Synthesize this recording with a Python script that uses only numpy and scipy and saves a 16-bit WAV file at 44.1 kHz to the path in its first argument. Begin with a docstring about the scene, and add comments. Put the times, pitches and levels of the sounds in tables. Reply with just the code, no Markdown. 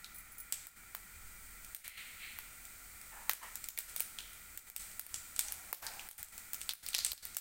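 """Kitchen: seeds pop in hot oil in a steel wok over a hissing gas burner, ever more often, close to a mono microphone.
Each hull bursts within milliseconds as short noise through resonances and bands; bowl and kitchen echo it.
A sharper pop knocks the pan harder and puts more above hearing, where it can trip the recorder's limiter.
Oil and flame are coloured noise, bubbling oil squeaks as decaying sines; further off, filtered noise rasps and clunks."""
import sys
import numpy as np
from scipy import signal
from scipy.fft import rfft, irfft, next_fast_len
from scipy.io import wavfile
from scipy.ndimage import uniform_filter1d, minimum_filter1d, map_coordinates

SR = 44100
rng = np.random.default_rng(int(sys.argv[2]) if len(sys.argv) > 2 else 0)


def generate_wav(sig):
    """Save sig (samples, or channels by samples) to the path in sys.argv[1] as 16-bit PCM at SR."""
    pcm = np.round(np.clip(np.atleast_2d(sig).T, -1, 1) * 32767).astype(np.int16)
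    wavfile.write(sys.argv[1], SR, pcm)


N = 326496

# room rumble colour: freq_hz, density_db_per_hz
RUMBLE_SPECTRUM = [(15, -1), (30, -13.5), (42, 6), (54, -16), (70, -9.5), (81, -1.5), (100, -40),
                   (200, -18), (600, -91)]
# room rumble level before its trim: time_s, level_db
RUMBLE_LEVEL = [(0, -66.5), (.95, -69.5), (1.2, -61), (1.65, -64), (1.85, -67.5), (7.4, -66.5)]
# gas flame colour: freq_hz, density_db_per_hz
FLAME_SPECTRUM = [(60, 7), (130, 3.5), (300, 0), (500, -10.5), (1100, -9), (2400, 5), (3000, -33),
                  (6000, -54)]
# burner resonances: centre_hz, width_hz, level_db
BURNER_MODES = [(760, 160, -15), (1380, 210, 0), (1970, 300, -4), (2370, 230, -5), (3130, 300, -18)]
# rasping swells: start_s, level_db, rise_s
RASP_SWELLS = [(1.799, -48.5, 0.086), (1.92, -48.5, 0.052), (2.17, -48.5, 0.064)]
# body the rasps sound through: centre_hz, width_hz, level_db
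RASP_MODES = [(2170, 400, 2), (3230, 1300, -6.5), (4150, 580, -4.5)]
# hollow clunks: start_s, level_db, t60_s, lowest_mode_hz
CLUNK_HITS = [(3.113, -53.5, 1.14, 890), (3.41, -44, 0.34, 950), (5.43, -60.5, 3.4, 780),
              (5.81, -50, 1.33, 827)]
# hollow body, rescaled in pitch per clunk: centre_hz, width_hz, level_db
HOLLOW_MODES = [(840, 180, 9), (1380, 200, 1.5), (1615, 190, 7), (2640, 430, -4)]
# fizzing oil colour: freq_hz, density_db_per_hz
FIZZ_SPECTRUM = [(1500, -11), (3500, -10), (4600, -7.5), (5300, -10), (7700, -1.5), (8400, 2), (9200, -3.5),
                 (11400, -7), (13800, -3.5), (15400, 1), (17000, -19)]
# oil fizz level: time_s, level_db
FIZZ_LEVEL = [(0, -59), (.8, -59), (1.3, -56), (3, -54.5), (4.5, -55.5), (6, -53.5), (7.4, -57)]
# brief high squeaks of bubbling oil: start_s, level_db
SQUEAKS = [(.145, -47), (.159, -47), (0.183, -44.5), (.205, -50), (0.319, -50), (.382, -43), (0.401, -42.5)]
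# squeak partials, mean relative levels: pitch_hz, level_db, t60_s
SQUEAK_MODES = [(8460, -19, 0.19), (9150, -15, 0.13), (10040, -2.5, 0.14), (11000, -11, 0.19),
                (12300, -11, 0.16), (13900, -5, .14), (14540, -2, .1), (15400, -1, 0.15)]
# kitchen reverberation: freq_hz, t60_s
KITCHEN_T60 = [(300, 1), (3000, 0.7), (8000, 0.69), (16000, 0.42)]
# pan knocked by a pop: centre_hz, width_hz, level_db
PAN_MODES = [(280, 1800, -14.5), (717, 410, 0), (1640, 470, 3), (2270, 365, 4)]
# escaping steam's band: low_hz, high_hz
SNAP_BAND_HZ = (11500, 17500)
# echo of the hull ring, low rings stay dry: pitch_hz, echo_db
RING_ECHO_DB = [(1000, -14.5), (3300, 1.5), (8000, -1.5)]
# loudest pops: start_s, crack_db, pitch_hz, sharpness_db (steam snap over crack)
LOUD_POPS = [ (0.0446, -42, 3940, -19.5), (.5242, -27.5, 7840, -1.5), (0.6697, -39.5, 8900, 26.5),
             (0.9497, -39, 1100, 11), (1.7478, -26.5, 8800, 18.5), (1.879, -34, 8900, 22),
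             (2.3881, -41.5, 1470, 16), (3.2953, -24, 1730, 3.5), (3.334, -32.5, 8600, 19),
             (3.556, -37.5, 7610, 4), (3.6416, -37, 7940, -4), (3.687, -30.5, 7000, 18),
             (3.7761, -30.5, 2030, 3), (3.7878, -27.5, 8300, 13), (3.963, -32.5, 9200, 4),
             (3.9975, -36, 8500, -5), (4.0049, -31, 9270, 11), (4.187, -34.5, 3200, -29),
             (4.5753, -34.5, 7900, 21.5), (4.7001, -39.5, 8300, 28.5), (4.7635, -27, 8300, 4),
             (4.9952, -32.5, 9400, 18.5), (5.0655, -43, 8750, 24.5), (5.1424, -29, 7600, -17),
             (5.3631, -36, 8450, -9), (5.3923, -23, 8270, -2), (5.4839, -37, 6600, -11),
             (5.5224, -36.5, 10100, 12), (5.7289, -21, 750, 14.5), (5.8667, -34.5, 4770, -15),
             (5.995, -39.5, 2880, -13), (6.0883, -29.5, 8850, 24.5), (6.112, -30, 9300, 3),
             (6.1805, -42.5, 8600, 10), (6.2293, -33, 7800, 21), (6.3796, -40.5, 7400, 3.5),
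             (6.5334, -36, 8150, 6.5), (6.5447, -40.5, 6700, 16), (6.615, -34.5, 8300, -7),
             (6.6923, -28.5, 4030, -5.5), (6.7355, -28.5, 9400, 22.5), (6.8642, -37, 4600, 3),
             (6.887, -34, 8400, -2), (6.9326, -39, 4270, -6), (6.9435, -33, 2370, -20),
             (6.9483, -25, 4460, -13), (6.983, -34, 6500, -3), (6.989, -29, 4450, -20),
             (7.0483, -24, 8050, -34), (7.064, -32, 8100, -26), (7.1184, -33.5, 4330, 0.5),
             (7.132, -30.5, 8500, 24.5), (7.178, -36.5, 4240, 1), (7.253, -40.5, 8840, 6.5),
             (7.3682, -24, 7700, 13.5)]

RASP_T60_S = 1
AUDIBLE_SNAP_MAX_DB = 6.5  # sharpness beyond this adds no audible snap
ULTRA_HZ, ULTRA_PEAK_DB = 20000, 20  # peak re crack plus sharpness
THUD_DB, THUD_DB_PER_SHARP_DB = -15.5, 0.35  # pan knock re crack
ECHO_DB, ECHO_DB_PER_SHARP_DB = -11, -0.016  # echo re crack; sharp pops are beamed upward
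ORDINARY_CRACK_DB, ECHO_DB_PER_CRACK_DB = -33, 0.0544  # echo share rises with crack level
FAINT_COUNT = 14
FAINT_DB, FAINT_SPREAD_DB = -47, 2
FAINT_HZ, FAINT_PITCH_SPREAD = 8300, .15  # spread in log pitch
FAINT_SHARP_DB, FAINT_SHARP_SPREAD_DB = -1, 4
TOP_HZ = 16000  # recorder's band limit


def amp(db):
    """Decibels to gain."""
    return 10 ** (np.asarray(db) / 20)


def unit(x):
    """x at rms 1."""
    return x / np.sqrt(np.mean(x ** 2) + 1e-20)


def along(points, hz):
    """(Hz, value) points joined on a log axis."""
    f, v = np.transpose(points)
    return np.interp(np.log(hz + 1), np.log(f + 1), v)


def curve(rows):
    """(s, value) rows as one value per sample."""
    return np.interp(np.arange(N) / SR, *np.transpose(rows))


def wobble(rate_hz):
    """Smooth random curve, rate_hz knots a second."""
    knots = rng.standard_normal(int(N * rate_hz / SR) + 4)
    return map_coordinates(knots, [np.arange(N) * rate_hz / SR])


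def add(track, start_s, sound):
    """Mix a sound into the track from start_s."""
    start = max(round(start_s * SR), 0)
    part = track[start:start + len(sound)]
    part += sound[:len(part)]


def filtered(x, response):
    """x times a response of frequency."""
    size = next_fast_len(len(x) + 4096)
    spectrum = rfft(x, size) * response(np.fft.rfftfreq(size, 1 / SR))
    return irfft(spectrum, size)[:len(x)]


def coloured(x, spectrum):
    """x with a (Hz, dB) spectrum, at rms 1."""
    return unit(filtered(x, lambda hz: amp(along(spectrum, hz))))


def resonate(x, modes):
    """x through two-pole resonances (Hz, width Hz, dB) of alternating sign."""
    def response(f):
        total = 0
        for k, (centre_hz, width_hz, db) in enumerate(modes):
            damping = 1j * f * width_hz
            total = total + (-1) ** k * amp(db) * damping / (centre_hz ** 2 - f * f + damping)
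        return total
    return filtered(x, response)


def band(x, lo_hz, hi_hz):
    """Causal band-pass."""
    edges_hz = np.sort(np.clip([lo_hz, hi_hz], 20, SR / 2 - 100))
    return signal.sosfilt(signal.butter(2, edges_hz, "band", fs=SR, output="sos"), x)


def blow(x):
    """x with the energy of two milliseconds at rms 1."""
    return x * np.sqrt(2 * SR / 1000 / (np.sum(x ** 2) + 1e-20))


def burst(t60_s):
    """Pressure release: one hard spike, then noise that dies at once."""
    t = np.arange(SR // 100) / SR
    return (rng.standard_normal(len(t)) + 3 * (t == 0)) * amp(-60 * t / t60_s)


def stove(flame_db, burner_db, rumble_db):
    """The flame rushes and sounds the burner's resonances, over the room's rumble."""
    flame = amp(flame_db) * coloured(rng.standard_normal(N), FLAME_SPECTRUM)

    def humps(f):
        return sum(amp(db) / (1 + (2 * (f - hz) / width_hz) ** 2) for hz, width_hz, db in BURNER_MODES)
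    flicker_db = 0.24 * wobble(42)
    burner = amp(burner_db + flicker_db) * unit(filtered(rng.standard_normal(N), humps))
    rumble = amp(curve(RUMBLE_LEVEL) + rumble_db) * coloured(rng.standard_normal(N), RUMBLE_SPECTRUM)
    return flame + burner + rumble


def rasps():
    """Soft rasps: resonant noise swells linearly, then fades exponentially."""
    out, t = np.zeros(N), np.arange(SR) / SR
    for start_s, db, rise_s in RASP_SWELLS:
        body = unit(band(resonate(rng.standard_normal(len(t)), RASP_MODES), 1240, 4700))
        swell = np.minimum(t / rise_s, 1)
        fade = amp(db - 60 * np.maximum(t - rise_s, 0) / RASP_T60_S)
        add(out, start_s, body * swell * fade)
    return out


def clunks(rise_s):
    """Distant hollow knocks: resonant noise, each at its own pitch, with a soft onset."""
    out, t = np.zeros(N), np.arange(SR) / SR
    for start_s, db, t60_s, lowest_hz in CLUNK_HITS:
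        scale = lowest_hz / HOLLOW_MODES[0][0]
        modes = [(hz * scale, width_hz, level_db) for hz, width_hz, level_db in HOLLOW_MODES]
        body = unit(band(resonate(rng.standard_normal(len(t)), modes), 380, 4200))
        add(out, start_s, body * amp(db - 60 * t / t60_s) * (1 - np.exp(-t / rise_s)))
    return out


def oil(tick_rate_hz, tick_db, tick_spread_db):
    """Countless tiny steam bubbles merge to a hiss; a few bigger ones tick."""
    hiss = coloured(rng.standard_normal(N), FIZZ_SPECTRUM) * amp(0.13 * wobble(2.9))
    when, size, polarity = rng.random((int(tick_rate_hz * N / SR), 3)).T
    gains = amp(tick_db - tick_spread_db * np.log(.02 + .98 * size)) * np.sign(polarity - .5)
    impulses = np.bincount((when * N).astype(int), gains, N)
    ticks = band(signal.fftconvolve(impulses, blow(burst(t60_s=0.009)))[:N], 6000, 16000)
    return amp(curve(FIZZ_LEVEL)) * (hiss + ticks)


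def squeaks(hiss_db):
    """Each squeak sounds its partials at new strengths, with a brief hiss."""
    out, t = np.zeros(N), np.arange(SR // 4) / SR
    for start_s, db in SQUEAKS:
        tone = np.zeros(len(t))
        for hz, level_db, t60_s in SQUEAK_MODES:
            decay = amp(level_db + rng.normal(0, 2) - 60 * t / t60_s)
            tone += decay * np.sin(2 * np.pi * (hz * t + rng.random()))
        hiss = unit(band(rng.standard_normal(len(t)), 7300, 14300)) * amp(hiss_db - 60 * t / 0.049)
        add(out, start_s, amp(db) * (0.56 * tone + hiss))
    return out


def surroundings(sound, bowl_t60_s, room_db, wall_s, wall_db):
    """Echo of a noise: bounces in the steel bowl, a slap from the wall, the kitchen's tail."""
    t = np.arange(len(sound)) / SR
    # time-reversed noise keeps the tail distinct from the bowl
    hz, frame_s, z = signal.stft(sound[::-1], SR, nperseg=256)
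    decay = amp(-60 * frame_s / along(KITCHEN_T60, hz)[:, None])
    room = signal.istft(z * decay, SR, nperseg=256)[1][:len(t)]
    bowl = amp(-60 * t / bowl_t60_s)
    wall = amp(wall_db) * np.exp(-((t - wall_s) / 0.003) ** 2)
    onset = 1 - np.exp(-t / 0.00087)
    return ((bowl + wall) * sound + amp(room_db) * room) * onset


def faint_seeds():
    """Random rows like LOUD_POPS; their rate grows in step with time as the seeds heat up."""
    draws = rng.standard_normal((FAINT_COUNT, 3))
    progress = (np.arange(FAINT_COUNT) + rng.random(FAINT_COUNT)) / FAINT_COUNT
    starts_s = N / SR * np.sqrt(progress)
    crack_db = FAINT_DB + FAINT_SPREAD_DB * draws[:, 0]
    pitch_hz = FAINT_HZ * np.exp(FAINT_PITCH_SPREAD * draws[:, 1])
    sharp_db = FAINT_SHARP_DB + FAINT_SHARP_SPREAD_DB * draws[:, 2]
    return list(zip(starts_s, crack_db, pitch_hz, sharp_db))


def pops(snap_db, tear_echo_db, thud_echo_db, snap_echo_db, tear_db, ring_width_hz):
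    """Each hull rings and tears, knocks the pan and snaps out steam; sharpness sets the balance."""
    out = np.zeros(N)
    t = np.arange(SR // 500) / SR
    ultrasound = np.blackman(len(t)) * np.cos(2 * np.pi * ULTRA_HZ * t)
    for start_s, db, hull_hz, sharp_db in LOUD_POPS + faint_seeds():
        voices = [lambda x: resonate(x, [(hull_hz, ring_width_hz, 0)]),  # hull ring
                  lambda x: band(x, 2300, 10900),  # tear
                  lambda x: resonate(x, PAN_MODES),  # pan thud
                  lambda x: band(x, *SNAP_BAND_HZ)]  # steam snap
        thud_db = THUD_DB + THUD_DB_PER_SHARP_DB * sharp_db
        audible_snap_db = snap_db + min(sharp_db, AUDIBLE_SNAP_MAX_DB)
        gains = amp(db + np.array([-1, tear_db, thud_db, audible_snap_db]))
        t60s_s = [0.0077, 0.014, 0.0035, 0.0051]
        direct = sum(g * blow(voice(burst(t60_s))) for g, voice, t60_s in zip(gains, voices, t60s_s))
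        add(out, start_s, direct)
        # snap is beamed upward; crack spreads into the room
        echo_db = ECHO_DB + ECHO_DB_PER_SHARP_DB * sharp_db
        echo_db += ECHO_DB_PER_CRACK_DB * (db - ORDINARY_CRACK_DB)
        ring_echo_db = along(RING_ECHO_DB, hull_hz)
        shares = amp(echo_db + np.array([ring_echo_db, tear_echo_db, thud_echo_db, snap_echo_db]))
        spread = sum(g * unit(voice(rng.standard_normal(SR // 3))) for g, voice in zip(gains * shares, voices))
        add(out, start_s, surroundings(spread, bowl_t60_s=0.08, room_db=-7.5, wall_s=0.018, wall_db=-4.0))
        # fastest part of the burst lies above hearing
        add(out, start_s, amp(db + sharp_db + ULTRA_PEAK_DB) * ultrasound)
    return out


def scene():
    """Everything reaches one microphone."""
    gas = stove(flame_db=-65.5, burner_db=-62.0, rumble_db=3.0)
    far = rasps() + clunks(rise_s=0.011)
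    sizzle = oil(tick_rate_hz=14, tick_db=-14, tick_spread_db=3.5)
    squeaking = squeaks(hiss_db=-3.5)
    seeds = pops(snap_db=-0.5, tear_echo_db=1, thud_echo_db=-5.5, snap_echo_db=-5.0,
                 tear_db=-6.0, ring_width_hz=840)
    mono = gas + far + sizzle + squeaking + seeds
    return np.array([mono, mono])


def limiter(x, hold_s, ahead_s):
    """A peak over full scale pulls the gain down just ahead of it; the gain is held, then springs back."""
    hold, ahead = int(hold_s * SR), int(ahead_s * SR)
    needed = np.pad(1 / np.maximum(np.abs(x), 1), (hold, 0), constant_values=1)
    size = hold + 2 * ahead
    held = minimum_filter1d(needed, size)[size // 2 - ahead:][:N]
    held = np.pad(held, (0, N - len(held)), mode="edge")
    return x * uniform_filter1d(held, ahead)


def record(dry):
    """The recorder limits the full-band sound, then keeps nothing above its band limit."""
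    limited = limiter(dry.mean(axis=0), hold_s=0.086, ahead_s=0.0071)
    mono = filtered(limited, lambda hz: np.clip((TOP_HZ - hz) / 200 + .5, 0, 1))
    return np.array([mono, mono])


dry = scene()
out = record(dry)
generate_wav(out)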